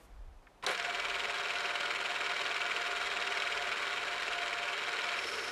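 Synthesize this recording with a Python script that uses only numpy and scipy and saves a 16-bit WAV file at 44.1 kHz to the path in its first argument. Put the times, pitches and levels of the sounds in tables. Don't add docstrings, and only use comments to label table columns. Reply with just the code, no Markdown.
import sys
import numpy as np
from scipy import signal
from scipy.io import wavfile
from scipy.ndimage import uniform_filter1d

SR = 44100
rng = np.random.default_rng(int(sys.argv[2]) if len(sys.argv) > 2 else 0)


def invert_db(x):
    u = np.asarray(x, float) / 20
    return 10 ** u


def log_audio(samples):
    frames = np.atleast_2d(samples).T
    limited = np.clip(frames, -1, 1)
    pcm = np.round(limited * 32767).astype(np.int16)
    wavfile.write(sys.argv[1], SR, pcm)


N = 242991

SHAFT_HZ, RIPPLE_HZ = 19.812, 120.01


def evened(x):
    return x / np.sqrt(np.mean(x ** 2) + 1e-20)


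def curve(rows, column=1, before=-120.):
    rows = np.array(rows)
    return np.interp(np.arange(N) / SR, rows[:, 0], rows[:, column], left=before)


def read(points, hz):
    f, value = np.transpose(points)
    return np.interp(np.log(hz), np.log(f), value)


def coloured(x, db_at):
    hz = abs(np.fft.fftfreq(8192, 1 / SR)) + 1
    log_gain = np.maximum(db_at(hz), -100) * np.log(10) / 20
    spectrum = np.exp(np.conj(signal.hilbert(log_gain)))
    taps = np.fft.ifft(spectrum).real[:4096]
    return signal.oaconvolve(x, taps)[:len(x)]


def resonate(x, hz, width):
    r = np.exp(-np.pi * width / SR)
    pole = r * np.exp(2j * np.pi * hz / SR)
    return 2 * signal.lfilter([1 - r], [1, -pole], x).real


def twice(x, hz, width):
    return resonate(resonate(x, hz, width), hz, width)


def steep(x, hz, width):
    return evened(resonate(twice(x, hz, width), hz, width))


def throb(depth_db, angle, multiple=1):
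    turns = np.arange(N) / SR * SHAFT_HZ - angle
    return invert_db(depth_db * np.cos(2 * np.pi * multiple * turns))


def flicker(depth_db, hz):
    return invert_db(depth_db * evened(twice(rng.standard_normal(N), 0, hz)))


# (frequency [Hz], density [dB per Hz])
SHOP_SPECTRUM = [(35, -37), (60, -15), (87, -13), (102, -15.5), (319, -15.5), (367, -18.5), (611, -16),
                 (807, -16.5), (1700, -26), (15400, -49.5)]
# (time [s], level [dB])
SHOP_LEVEL = [(0, -59.5), (.1, -62), (.3, -64.5), (.62, -63)]
# (time [s], level [dB])
RUSTLE_LEVEL = [(0, -73), (.06, -71), (.08, -99), (.09, -120)]
# (middle [s], spread [s], level [dB])
RUMBLE_GUSTS = [(.24, 0.096, -46), (.58, 0.022, -64), (1.15, 0.12, -64), (3.05, .12, -70), (3.6, .05, -66),
                (4.3, .2, -72.5)]


def shop():
    t = np.arange(N) / SR
    tone = evened(coloured(rng.standard_normal(N), lambda hz: read(SHOP_SPECTRUM, hz)))
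    rustle = evened(resonate(rng.standard_normal(N), 8300, 8800))
    band = signal.butter(3, [21, 55], "bandpass", fs=SR, output="sos")
    low = signal.sosfilt(band, rng.standard_normal(N))
    low /= np.sqrt(uniform_filter1d(low ** 2, 5000) + 1e-12)
    swell = invert_db(-73) * flicker(1.2, 5.3)
    for middle, spread, db in RUMBLE_GUSTS:
        swell += invert_db(db) * np.exp(-.5 * ((t - middle) / spread) ** 2)
    return tone * invert_db(curve(SHOP_LEVEL)) + rustle * invert_db(curve(RUSTLE_LEVEL)) + low * swell


def walls(x):
    at = np.arange(200, 15000, 22) + rng.integers(0, 22, 673)
    tail = np.zeros(15100)
    tail[at] = rng.choice([-1., 1.], len(at)) * invert_db(-60 * at / SR / 0.086)
    dull = resonate(x, 0, 8200) / 2
    return signal.oaconvolve(dull, tail / np.linalg.norm(tail))[:N]


# (time [s], peak [dB], frequency [Hz], width [Hz], T60 [s])
START_BLOWS = [(.4690, -49, 1500, 1200, .015), (.4740, -48, 1500, 1200, .025),
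               (.6262, -40, 2200, 3000, .03), (.6365, -30, 900, 1300, .15), (.640, -47, 8000, 7000, .05),
               (.6643, -22, 3700, 1800, .03), (.6644, -29, 6000, 2500, .025), (.6645, -36, 8700, 5000, .04),
               (.666, -28, 550, 450, .16), (.669, -25, 1400, 900, .04), (.683, -42, 8000, 7000, .08),
               (.690, -31, 1100, 1800, .1), (.698, -31, 480, 450, .12), (.708, -42, 9500, 6000, .14),
               (.7765, -30, 2000, 2000, .03), (.7767, -41, 5500, 3000, .03)]


def contactor():
    out = np.zeros(N)
    t = np.arange(6000) / SR
    for s, db, hz, width, t60 in START_BLOWS:
        burst = steep(rng.standard_normal(6000) * invert_db(-60 * t / t60), hz, width)
        out[round(s * SR):][:6000] += invert_db(db) * burst / abs(burst).max()
    return out


# (time [s], level [dB])
WHINE_LEVEL = [(.74, -65), (.8, -44.5), (1.1, -49), (1.55, -48), (2.2, -51.5), (2.9, -50.5), (3.7, -47.5),
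               (3.97, -62), (4.35, -44.5), (4.7, -48.5), (4.9, -59), (5.11, -43), (5.24, -64), (5.51, -63)]
# (frequency [Hz], level [dB])
MAGNETIC_TONES = [(120, -70.5), (320.2, -67), (340.2, -84), (399.8, -57), (605.3, -63.5), (1494.3, -53.5)]
# (time [s], level [dB])
GROAN_LEVEL = [(.625, -80), (.65, -67), (.70, -63), (.82, -62), (.88, -90)]


def motor():
    t = np.arange(N) / SR
    whine_hz = 6 * RIPPLE_HZ - SHAFT_HZ
    wander = 0.12 * evened(resonate(rng.standard_normal(N), 0, 5.3))
    whine = np.sqrt(2) * np.sin(2 * np.pi * (whine_hz * t + wander)) * invert_db(curve(WHINE_LEVEL) - 2.5)
    cover = steep(rng.standard_normal(N), 708.3, 22.6)
    cover *= invert_db(-54 + 5 * curve(START_RATTLE).clip(-30, 0))
    cover *= 1 - 0.38 * invert_db(curve(CUT_LEVEL))
    hums = np.zeros(N)
    for f, db in MAGNETIC_TONES:
        hums += invert_db(db - 2) * np.sin(2 * np.pi * (f * t + rng.random()))
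    hums *= 1.12 * np.clip((t - .7) / 0.21, 0, 1)
    groan = invert_db(curve(GROAN_LEVEL)) * np.sin(2 * np.pi * 190 * t)
    return (whine + cover) * throb(3.94, 0.66) + hums + groan


# (time [s], level [dB])
CUT_LEVEL = [(5.08, -40), (5.14, -9), (5.2, -4), (5.28, 0), (5.51, 0)]


def cutter():
    angle = 2 * np.pi * 4 * SHAFT_HZ * np.arange(N) / SR
    hum = invert_db(-64.0) * np.sin(angle) + invert_db(-64.5) * np.sin(3 * angle)
    noise = rng.standard_normal((3, N))
    breaks = 3.5 * np.minimum(rng.exponential(1, N // 100 + 1), 4)
    grit = noise[0] * invert_db(breaks).repeat(100)[:N]
    whistle = evened(resonate(resonate(grit, 5450, 226), 5300, 225)) * throb(3.7, 0.61)
    hiss = evened(resonate(resonate(grit, 8900, 2200), 10200, 2200))
    scrape = evened(twice(noise[2], 4800, 2700))
    growl = steep(noise[1], 414, 200)
    friction = invert_db(-53.0) * whistle + invert_db(-64.5) * hiss + invert_db(-52.0) * scrape + invert_db(-50) * growl
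    return invert_db(curve(CUT_LEVEL) / 3) * hum + invert_db(curve(CUT_LEVEL)) * friction


def slack():
    t = np.arange(N) / SR
    onset_s, rise_s, overshoot_db, settle_s = .70, 0.038, 4, 0.13
    tighten_s, tighten_db_per_s = 5.17, -22
    rise = np.clip((t - onset_s) / rise_s, 0, 1) ** 2
    since = np.maximum(t - onset_s - rise_s, 0)
    overshoot = overshoot_db * np.exp(-since / settle_s)
    tightening = tighten_db_per_s * np.maximum(t - tighten_s, 0)
    return rise * invert_db(overshoot + tightening) * flicker(0.27, 1.0)


# (frequency [Hz], density [dB per Hz])
HEAD_SPECTRUM = [(90, -48), (150, -22), (260, -17.5), (400, -10), (600, -6.5), (900, -3.5), (1420, 0),
                 (2300, -4.5), (3900, -9.5), (6300, -23.5), (7400, -18.5), (9500, -30), (12000, -40),
                 (15400, -41)]
# (frequency [Hz], width [Hz], lift [dB])
HEAD_MODES = [(419, 127, 5), (569, 23, 1.5), (648, 32, -2.5), (819, 41, -6), (1419, 55, 5.5),
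              (2315, 195, 4.5), (3140, 170, 2), (3544, 187, -5.5), (3750, 390, 3.5), (4740, 190, -3),
              (5410, 160, 3.5), (7830, 1350, -3.5), (12600, 320, 5)]


def head_modes_db(hz):
    return sum(db / (1 + (2 * (hz - f) / w) ** 2) for f, w, db in HEAD_MODES)


def head_db(hz):
    return read(HEAD_SPECTRUM, hz) + head_modes_db(hz)


KNOCK_PLACES = [(.43, 1, .80, .085), (.10, 0, .85, .065), (.18, 0, .41, .045), (.22, 0, .63, .04),
                (.20, 0, .07, .06)]
# (level [dB], frequency [Hz], width [Hz], second frequency [Hz], second level [dB])
KNOCK_COLOURS = [(-42, 2430, 1760, 7000, -16), (-46.5, 2640, 2100, 4300, -7), (-55, 3920, 1340, 5480, -5),
                 (-55.5, 3100, 1400, 7500, -13), (-61.5, 1330, 1400, 3760, 2)]


def knocks():
    out = np.zeros(N)
    for (place, lead, angle, spread), (db, hz, width, hz2, db2) in zip(KNOCK_PLACES, KNOCK_COLOURS):
        clock = RIPPLE_HZ + lead * SHAFT_HZ
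        s = (np.arange(int(N / SR * clock) - 2) + place) / clock
        luck = rng.standard_normal((len(s), 2))
        at = abs((s + .0003 * luck[:, 0]) * SR).astype(int)
        off = (s * SHAFT_HZ - angle + .5) % 1 - .5
        blows = np.zeros(N)
        blows[at] = np.exp(-.5 * (off / spread) ** 2) * invert_db(1.2 * np.clip(luck[:, 1], -2, 1))
        decay = signal.lfilter([1], [1, -np.exp(-1 / (.003 * SR))], blows)
        bounces = decay * rng.choice([-1., 1.], N) + 1.5 * blows
        ring = steep(bounces, hz, width) + invert_db(db2) * steep(bounces, hz2, width)
        out += invert_db(db + 33) * ring
    return coloured(out, head_modes_db)


# (frequency [Hz], level [dB])
SHAFT_RINGS = [(400, -60), (425, -62), (462, -59), (566, -62), (582, -57), (939, -60), (1033, -62),
               (1116, -59), (1269, -59), (1400, -59), (1463, -56), (1538, -57), (1668, -56), (1891, -60),
               (2022, -59), (2223, -57), (2300, -59), (2370, -60), (2497, -59), (2676, -61), (2830, -63),
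               (3050, -63), (3219, -62), (3725, -68), (4307, -69), (5000, -73), (6690, -77)]
# (time [s], rattle over its running level [dB], extra brightness [dB])
START_RATTLE = [(.625, -33, 0), (.63, -6.5, -1), (.645, -2.5, -2), (.662, -4.5, -6), (.668, 2.5, 0),
                (.70, 4, 1), (.732, 1.5, 3), (.745, -2.5, 2), (.85, 0, 0)]
# (time [s], level [dB])
RUNNING_RATTLE = [(.85, -37.5), (1.3, -36.5), (2.1, -36.5), (3.4, -36), (4.1, -37), (4.85, -37.5),
                  (5.0, -36), (5.2, -37.5), (5.3, -38.5), (5.51, -39.5)]


def rattle():
    size = invert_db(2.5 * np.minimum(rng.exponential(1, N), 3)) * (rng.random(N) < 4000 / SR)
    teeth = evened(size * rng.standard_normal(N)) + 0.73 * rng.standard_normal(N)
    low = signal.sosfilt(signal.butter(2, 1900, fs=SR, output="sos"), teeth)
    body = low * throb(1.1, .87) * flicker(0.49, 27.0)
    treble = (teeth - low) * flicker(1.32, 270.0) * throb(1.0, .78) * throb(0.09, 0.71, multiple=2)
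    drive = body + treble * invert_db(curve(START_RATTLE, column=2, before=0))
    other = np.roll(drive, round(40 * SR / SHAFT_HZ))
    rings = np.zeros(N)
    for f, db in SHAFT_RINGS:
        rings += invert_db(db) * evened(resonate(resonate(other, f, 8.7), f, 47.0))
    return evened(coloured(drive, head_db)), invert_db(37) * rings


def scene():
    head, rings = rattle()
    level = invert_db(curve(START_RATTLE) + curve(RUNNING_RATTLE, before=RUNNING_RATTLE[0][1]))
    gears = invert_db(-2.0) * head + invert_db(-0.94) * slack() * knocks()
    machine = gears * level + contactor()
    echoes = invert_db(-12.5) * walls(machine)
    return (machine + echoes + rings * level + motor() + cutter() + shop())[None]


# (frequency [Hz], gain [dB])
MICROPHONE_RESPONSE = [(100, -1.5), (12600, 2), (13200, -1), (15000, -9), (15450, -1), (15600, -47)]


def top_cut(x):
    return signal.sosfilt(signal.butter(12, 15540, fs=SR, output="sos"), x)


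def record(dry):
    heard = coloured(dry[0], lambda hz: read(MICROPHONE_RESPONSE, hz))
    return top_cut(heard[None])


dry = scene()
out = record(dry)
log_audio(out)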